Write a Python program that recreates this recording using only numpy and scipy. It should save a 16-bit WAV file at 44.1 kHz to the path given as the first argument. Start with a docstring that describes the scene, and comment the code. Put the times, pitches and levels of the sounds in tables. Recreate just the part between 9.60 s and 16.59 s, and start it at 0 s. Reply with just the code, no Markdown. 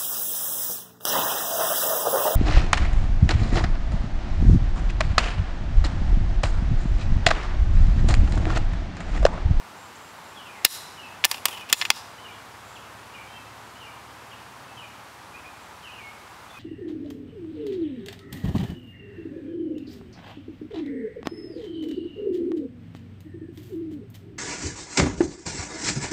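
"""A wash of distant traffic comes first, with birds singing far off and one engine slowly gathering speed.
On a lawn, close to the microphone, an unloaded rifle is dry-fired; then its bolt is lifted, drawn back,
pushed home and locked, each click steel ringing against steel. The trees around scatter the clicks back,
and the camera's limiter ducks briefly after the loudest ones."""
import sys
import numpy as np
from scipy import signal
from scipy.fft import rfft, irfft, next_fast_len
from scipy.io import wavfile
from scipy.ndimage import uniform_filter1d, minimum_filter1d

SR = 44100
rng = np.random.default_rng(int(sys.argv[2]) if len(sys.argv) > 2 else 0)


def put_to_file(sound):
    """Save the sound as 16-bit audio at rate SR, in the file named by the first command-line argument."""
    columns = np.atleast_2d(sound).T  # one column per channel
    safe = np.clip(columns, -1, 1)
    whole_steps = np.round(safe * 32767)
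    wavfile.write(sys.argv[1], SR, whole_steps.astype(np.int16))


N = 308259
TIME = np.arange(N) / SR


def amp(db):
    """Decibels to gain."""
    return 10 ** (np.asarray(db) / 20)


def unit_rms(x):
    """Scales to rms 1."""
    return x / np.sqrt(np.mean(x ** 2) + 1e-20)


def curve_db(points, hz):
    """Reads a spectrum on a log-frequency axis."""
    point_hz, db = np.transpose(points)
    return np.interp(np.log(hz + 1), np.log(point_hz + 1), db)


def add(mix, start_s, sound):
    """Mixes a sound in at its start time."""
    part = mix[max(round(start_s * SR), 0):][:len(sound)]
    part += sound[:len(part)]


def wander(rate_hz):
    """Slow random motion of rms 1."""
    size = next_fast_len(N, True)
    hz = np.fft.rfftfreq(size, 1 / SR)
    return unit_rms(irfft(rfft(rng.standard_normal(size)) * np.exp(-(hz / rate_hz) ** 2), size)[:N])


def resonance(hz, centre_hz, width_hz):
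    """The shape of one resonance, 1 at its centre."""
    return 1 / (1 + (2 * (hz - centre_hz) / width_hz) ** 2)


def ringing(db):
    """The causal impulse response that has this gain curve."""
    log_gain = np.log(amp(np.r_[db, db[-2:0:-1]]))
    return np.fft.ifft(np.exp(np.conj(signal.hilbert(log_gain)))).real


def scatter(envelope_db, colour, air_loss_db=0):
    """A dense echo of energy 1; air_loss_db is the loss per second of travel at 10 kHz."""
    hz, t, bins = signal.stft(rng.standard_normal(len(envelope_db)), SR, nperseg=256)
    bins *= amp(curve_db(colour, hz)[:, None] - air_loss_db * t * (hz[:, None] / 10000) ** 2)
    tail = signal.istft(bins, SR, nperseg=256)[1][:len(envelope_db)] * amp(envelope_db)
    return tail / np.linalg.norm(tail)


# Far roads and rustling air, heard from the lawn. Each row: frequency in Hz, relative level in dB.
TRAFFIC_SPECTRUM = [(20, -30), (36, -47), (55, -22.5), (100, -8.5), (200, -6), (450, -8), (620, -6.5),
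                    (900, -0.5), (1250, -3), (2000, -9.5), (4000, -16.5), (8000, -22.5), (12000, -26.5),
                    (16000, -33.5)]


def traffic(level_db=-44, nearest_s=1.58, fade_db_per_s=0.3168, patchy_db=0.5):
    """Tyre roar with drifting patches under a smooth hiss, loudest at its nearest moment."""
    hz, _, bins = signal.stft(rng.standard_normal(N), SR, nperseg=2048, noverlap=1536)
    patches = uniform_filter1d(rng.standard_normal(bins.shape), size=16, axis=0)
    patches = unit_rms(uniform_filter1d(patches, size=12, axis=1))
    bins *= amp(curve_db(TRAFFIC_SPECTRUM, hz)[:, None] + patchy_db * patches / (1 + hz[:, None] / 3000))
    wash = signal.istft(bins, SR, nperseg=2048, noverlap=1536)[1][:N]
    return amp(level_db - fade_db_per_s * abs(TIME - nearest_s)) * unit_rms(wash)


# One engine out in the traffic. Each row: multiple of the cycle rate, relative level in dB under load,
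# the same with the throttle eased.
FIRING_ORDERS = [(3, -18, -5), (4, -5.5, -2), (5, -12, -5), (6, 0, -0.5), (7, -5, -13)]


def engine(level_db=-57, nearest_s=3.9, fade_db_per_s=2.5, ease_s=5.535, flutter_db=1.5,
           start_hz=14.65, climb_hz_per_s=0.82, top_hz=18.85, drop_hz=0.9):
    """Only low firing orders carry this far; as the throttle eases, they sag and order three booms."""
    eased = np.clip((TIME - ease_s) / 0.2, 0, 1)
    cycle_hz = np.minimum(start_hz + climb_hz_per_s * TIME, top_hz) - drop_hz * eased
    cycles = np.cumsum(cycle_hz) / SR
    drone = np.zeros(N)
    for order, loaded_db, eased_db in FIRING_ORDERS:
        order_db = loaded_db + (eased_db - loaded_db) * eased + flutter_db * wander(4.3)
        drone += amp(order_db) * np.sin(2 * np.pi * (round(order) * cycles + rng.random()))
    return np.sqrt(2) * amp(level_db - fade_db_per_s * abs(TIME - nearest_s)) * drone


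def whistle(hz):
    """A soft-edged tone of rms 1 on this pitch curve."""
    return unit_rms(np.sin(2 * np.pi * np.cumsum(hz) / SR) * signal.windows.tukey(len(hz), 0.5))


# A songbird far off in the trees. Each row: start in seconds, note length in seconds, first and last
# pitch of the slur in Hz, level in dB before the trees, number of notes.
SONG_PHRASES = [ (0.353, .014, 5700, 7860, -51.5, 1), (0.749, 0.087, 3700, 2890, -48, 3),
                (1.368, 0.045, 3050, 2850, -45.5, 1), (1.42, .064, 2830, 2530, -46, 1),
                (1.906, .065, 3352, 2890, -42.5, 1), (1.992, 0.052, 2730, 2410, -47, 1),
                (2.578, .03, 2940, 3070, -50, 1), (2.632, .046, 3090, 2817, -46, 2),
                (2.72, .05, 3140, 3450, -55, 1), (3.152, .033, 3680, 2560, -47.5, 1),
                (3.535, 0.025, 2730, 2970, -48, 1), (3.539, 0.069, 2555, 2300, -47, 1),
                (3.591, 0.13, 2264, 2290, -55.5, 1), (3.661, 0.14, 3090, 3160, -53, 1),
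                (3.71, 0.15, 2740, 2615, -54, 1), (4.151, .032, 2780, 3050, -51.5, 1),
                (4.197, 0.055, 3120, 2756, -47.5, 2), (4.709, .038, 3450, 2600, -47.5, 1),
                (5.076, 0.08, 2680, 2600, -54, 1), (5.166, .047, 3240, 2845, -45.5, 2),
                (5.733, 0.05, 2366, 2570, -46.5, 1), (5.836, 0.06149, 2253, 2520, -48.5, 1),
                (6.222, 0.099, 3310, 2477, -46.5, 1), (6.309, 0.061, 3100, 2810, -49.5, 1),
                (6.375, 0.057, 2600, 2270, -48, 1), (6.42, 0.1, 2220, 2177, -47, 1),
                (6.895, 0.029, 3400, 3530, -54.5, 1), (6.934, 0.062, 2580, 2480, -47.5, 1)]


def songbird(quaver_hz=35, step_ratio=0.82, step_db=-2, spacing=1.04):
    """Slurred whistles; each further note of a phrase is lower and softer."""
    song, quaver = np.zeros(N), quaver_hz * wander(205)
    for phrase_s, length_s, first_hz, last_hz, db, notes in SONG_PHRASES:
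        remaining = np.linspace(1, 0, round(length_s * SR))
        slur_hz = last_hz + (first_hz - last_hz) * remaining ** 1.8  # starts fast, then settles
        unsteady = min(abs(first_hz - last_hz) / 200, 1.5)  # steep slurs are the least steady
        for note in range(round(notes)):
            start_s = phrase_s + note * spacing * length_s
            wobble_hz = unsteady * np.resize(quaver[round(start_s * SR):], len(slur_hz))
            pitch_hz = slur_hz * step_ratio ** note + wobble_hz
            add(song, start_s, amp(db + note * step_db) * whistle(pitch_hz))
    return song


# A second distant bird. Each row: start in seconds, level in dB before the trees.
BUZZ_CALLS = [(.14, -61), (.39, -63), (.61, -65), (.89, -65), (3.03, -60.5), (3.98, -68), (5.94, -68)]


def buzzing_bird(pitch_hz=7420, length_s=0.16, trill_hz=95, depth_hz=230, waver_hz=120):
    """A thin whistle, trilled so fast that it buzzes."""
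    calls = np.zeros(N)
    hz = pitch_hz + depth_hz * np.sin(2 * np.pi * trill_hz * TIME) + waver_hz * wander(150)
    for start_s, db in BUZZ_CALLS:
        add(calls, start_s, amp(db) * whistle(hz[round(start_s * SR):][:round(length_s * SR)]))
    return calls


def through_woods(calls, direct_db=-2, scattered_db=-3, t60_s=0.7):
    """The trees smear the birdsong on its way to the microphone."""
    woods = scatter(-60 * np.arange(SR) / SR / t60_s, colour=[(1000, 0), (8000, 0)])
    return amp(direct_db) * calls + amp(scattered_db) * signal.oaconvolve(calls, woods)[:N]


# The colour of the echo from the trees around the lawn. Each row: frequency in Hz, relative gain in dB.
ECHO_COLOUR = [(100, -4), (1000, 2), (2800, -4), (3450, -1), (3950, 3), (4500, -2), (5250, 0.5), (5650, 4),
               (6500, 3), (9000, 5.5), (11000, 8), (15500, 4)]


def tree_echo(rings, echo_db=-22.5, sides=6, rise_s=0.023, hold_s=0.074, near_t60_s=0.38, far_t60_s=1.0):
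    """Trunks and leaves return the clicks: near trees answer together, far ones leave a faint tail."""
    t = np.arange(SR) / SR
    onset = 1 - np.exp(-(t / rise_s) ** 2)
    near = amp(-60 * np.maximum(t - hold_s, 0) / near_t60_s)
    far = amp(-1.5 - 60 * t / far_t60_s)
    envelope_db = 20 * np.log10(onset * np.maximum(near, far) + 1e-9)
    echoes = (signal.fftconvolve(rifle(rings), scatter(envelope_db, ECHO_COLOUR, air_loss_db=36))[:N]
              for _ in range(sides))
    return amp(echo_db) / np.sqrt(sides) * sum(echoes)


# Resonances of the action and barrel, close up. Each row: centre in Hz, width in Hz, lift in dB.
STEEL_MODES = [(890, 180, 3.5), (1100, 220, 4), (1773, 170, 8), (2083, 78, 7.5), (2500, 290, 7),
               (2843, 250, 8.5), (3430, 420, 7.5), (4350, 150, 5), (4820, 190, 7.5), (5280, 200, 9),
               (5830, 180, 9), (7020, 410, 8), (8200, 140, 6.5), (9900, 350, -2), (10900, 900, 1.5),
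               (12940, 340, 4), (13300, 360, -8)]
# The broad colour of a blow on steel. Each row: frequency in Hz, relative level in dB.
BLOW_COLOUR = [(30, -31), (100, -22), (450, -13.5), (900, -5), (1450, -3.5), (2500, -1.5), (3900, -1),
               (5600, -6), (9000, -8), (13000, -8.5), (16000, -8)]


def struck_part(blow_db, thud_db, knock_db, bright_db, part_hz, part_q=6, size=4096):
    """One impact's ring: steel resonances and the part's note, with its own thud, knock and brightness."""
    hz = np.fft.rfftfreq(size, 1 / SR)
    modes_db = sum(db * resonance(hz, centre, width) for centre, width, db in STEEL_MODES)
    contact_db = curve_db([(480, thud_db), (820, knock_db), (1500, 0), (4200, 0), (11000, bright_db)], hz)
    lift_db = 7.5 + 0.55 * max(blow_db, 0)  # hard blows bring out the part's own note
    part_db = lift_db * resonance(hz, part_hz, part_hz / part_q)
    return ringing(curve_db(BLOW_COLOUR, hz) + modes_db + contact_db + part_db)[:size // 4]


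def chatter(decay_s, rise_s=0.0013, shake_db=-25, shake_t60_s=0.063, shake_hz=5000, size=4096):
    """The parts buzz against each other for a few ms, then the loose ones shake on, duller and fainter."""
    t = np.arange(size) / SR
    onset = 1 - np.exp(-(t / rise_s) ** 2)
    envelope = onset * amp(-60 * t / decay_s)
    contact, shake = rng.standard_normal((2, size))
    spectrum = rfft(envelope * contact)
    spectrum /= np.sqrt(abs(spectrum) + 1e-9)  # flatter: a hard contact excites all pitches alike
    buzz = irfft(spectrum) * amp(-20 * t / decay_s)
    buzz *= np.linalg.norm(envelope) / np.linalg.norm(buzz)
    shake = unit_rms(signal.lfilter([1], [1, -np.exp(-2 * np.pi * shake_hz / SR)], shake))
    return buzz + shake * onset * amp(shake_db - 60 * t / shake_t60_s)


def strike(db, ring, decay_s=0.015, halving_db=17.5):
    """One contact: its chatter, shorter the harder the blow, sets the ring going."""
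    click = signal.fftconvolve(chatter(decay_s * 2 ** (-db / halving_db)), ring)
    peak_rms = np.sqrt(uniform_filter1d(click ** 2, size=88).max())  # the loudest 2 ms
    return amp(db) * click / peak_rms


# Steel on steel near the microphone: the firing pin falls at 1.05 s, the handle lifts at 1.64 s, the bolt
# meets the rear stop at 1.85 s, closes at 2.1 s and locks from 2.21 s. Each row: start in seconds,
# relative level in dB, thud, knock and brightness in dB, ring of the struck part in Hz.
STEEL_IMPACTS = [ (1.0457, -16, -7, -5, -5, 5300), (1.0488, 9, 8, 1, 9, 5050),
                 (1.0505, 10, 7.5, -2, 8.5, 4040), (1.064, -13, -7, 6, -7, 1750),
                 (1.6393, -6.5, -7, -5, -18, 2270), (1.6449, -4.5, 0, 3, -1, 5150),
                 (1.6505, 0.5, 6.5, 11.5, 11, 1760), (1.7129, -11, 4.5, 6.5, 5, 4650),
                 (1.7423, -23, 0, 12, -11, 2914), (1.8546, -3.5, 4, 8, 8.5, 1230),
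                 (1.8823, -21.5, 14, 11, 4, 1180), (2.0973, -23.5, 9, 9, 1, 2740),
                 (2.1268, 3, 8.5, -1, 4, 7300), (2.131, -2, -5, -6, 1, 4130),
                 (2.2126, -12.5, -9, -4, -12, 5100), (2.22, -14.5, 5, 3, -28, 2050),
                 (2.2509, -15, -4, -5, -9, 2600), (2.3022, 2, 2, 5.5, -3.5, 5120), ]
# The bolt travelling along its track. Each row: start in seconds, end in seconds.
BOLT_SLIDES = [(1.72, 1.775), (1.86, 2.01), (2.08, 2.125)]


def rifle(rings, gain_db=-5, rebound_s=(0.004, 0.011), rebound_db=-20, ticks_per_s=100, tick_db=-35):
    """Each impact rings and rebounds once, lightly; the bolt ticks along its track in between."""
    clicks = np.zeros(N)
    light_ring = struck_part(blow_db=0, thud_db=15.5, knock_db=12, bright_db=-1, part_hz=2648.5)
    for (start_s, db, *_), ring in zip(STEEL_IMPACTS, rings):
        add(clicks, start_s, strike(db, ring))
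        add(clicks, start_s + rng.uniform(*rebound_s), strike(db + rebound_db, light_ring))
    for start_s, end_s in BOLT_SLIDES:
        for tick_s in np.arange(start_s, end_s, 1 / ticks_per_s):
            add(clicks, tick_s + rng.random() / ticks_per_s, strike(rng.normal(tick_db, 2), light_ring))
    return amp(gain_db) * clicks


def scene():
    """One microphone on the lawn: the far surroundings, the rifle close by, and its echo."""
    background = traffic() + engine() + through_woods(songbird() + buzzing_bird())
    rings = [struck_part(*blow) for _, *blow in STEEL_IMPACTS]
    return (background + rifle(rings) + tree_echo(rings))[None]


def record(dry, threshold_db=-2, attack_s=0.002, hold_s=0.014, recovery_db_per_s=180, ceiling=0.83,
           low_cut_hz=48, high_cut_hz=15750):
    """The camera's limiter clamps, holds and recovers; what slips past saturates, then is band-limited."""
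    over_db = np.maximum(20 * np.log10(abs(dry[0]) + 1e-9) - threshold_db, 0)
    span = round(hold_s * SR) // 2 * 2 + 1
    held_db = -minimum_filter1d(-over_db, span, origin=span // 2)
    recovery_db = TIME * recovery_db_per_s
    duck_db = np.maximum.accumulate(held_db + recovery_db) - recovery_db
    lag = np.exp(-1 / (attack_s * SR))
    limited = dry[0] / amp(signal.lfilter([1 - lag], [1, -lag], duck_db))
    saturated = limited / np.sqrt(np.hypot(1, (limited / ceiling) ** 2))
    low_cut = signal.butter(3, low_cut_hz, "highpass", fs=SR, output="sos")
    high_cut = signal.firwin(601, high_cut_hz, window=("kaiser", 9), fs=SR)
    return signal.oaconvolve(signal.sosfilt(low_cut, saturated), high_cut, "same")[None]


dry = scene()
out = record(dry)
put_to_file(out)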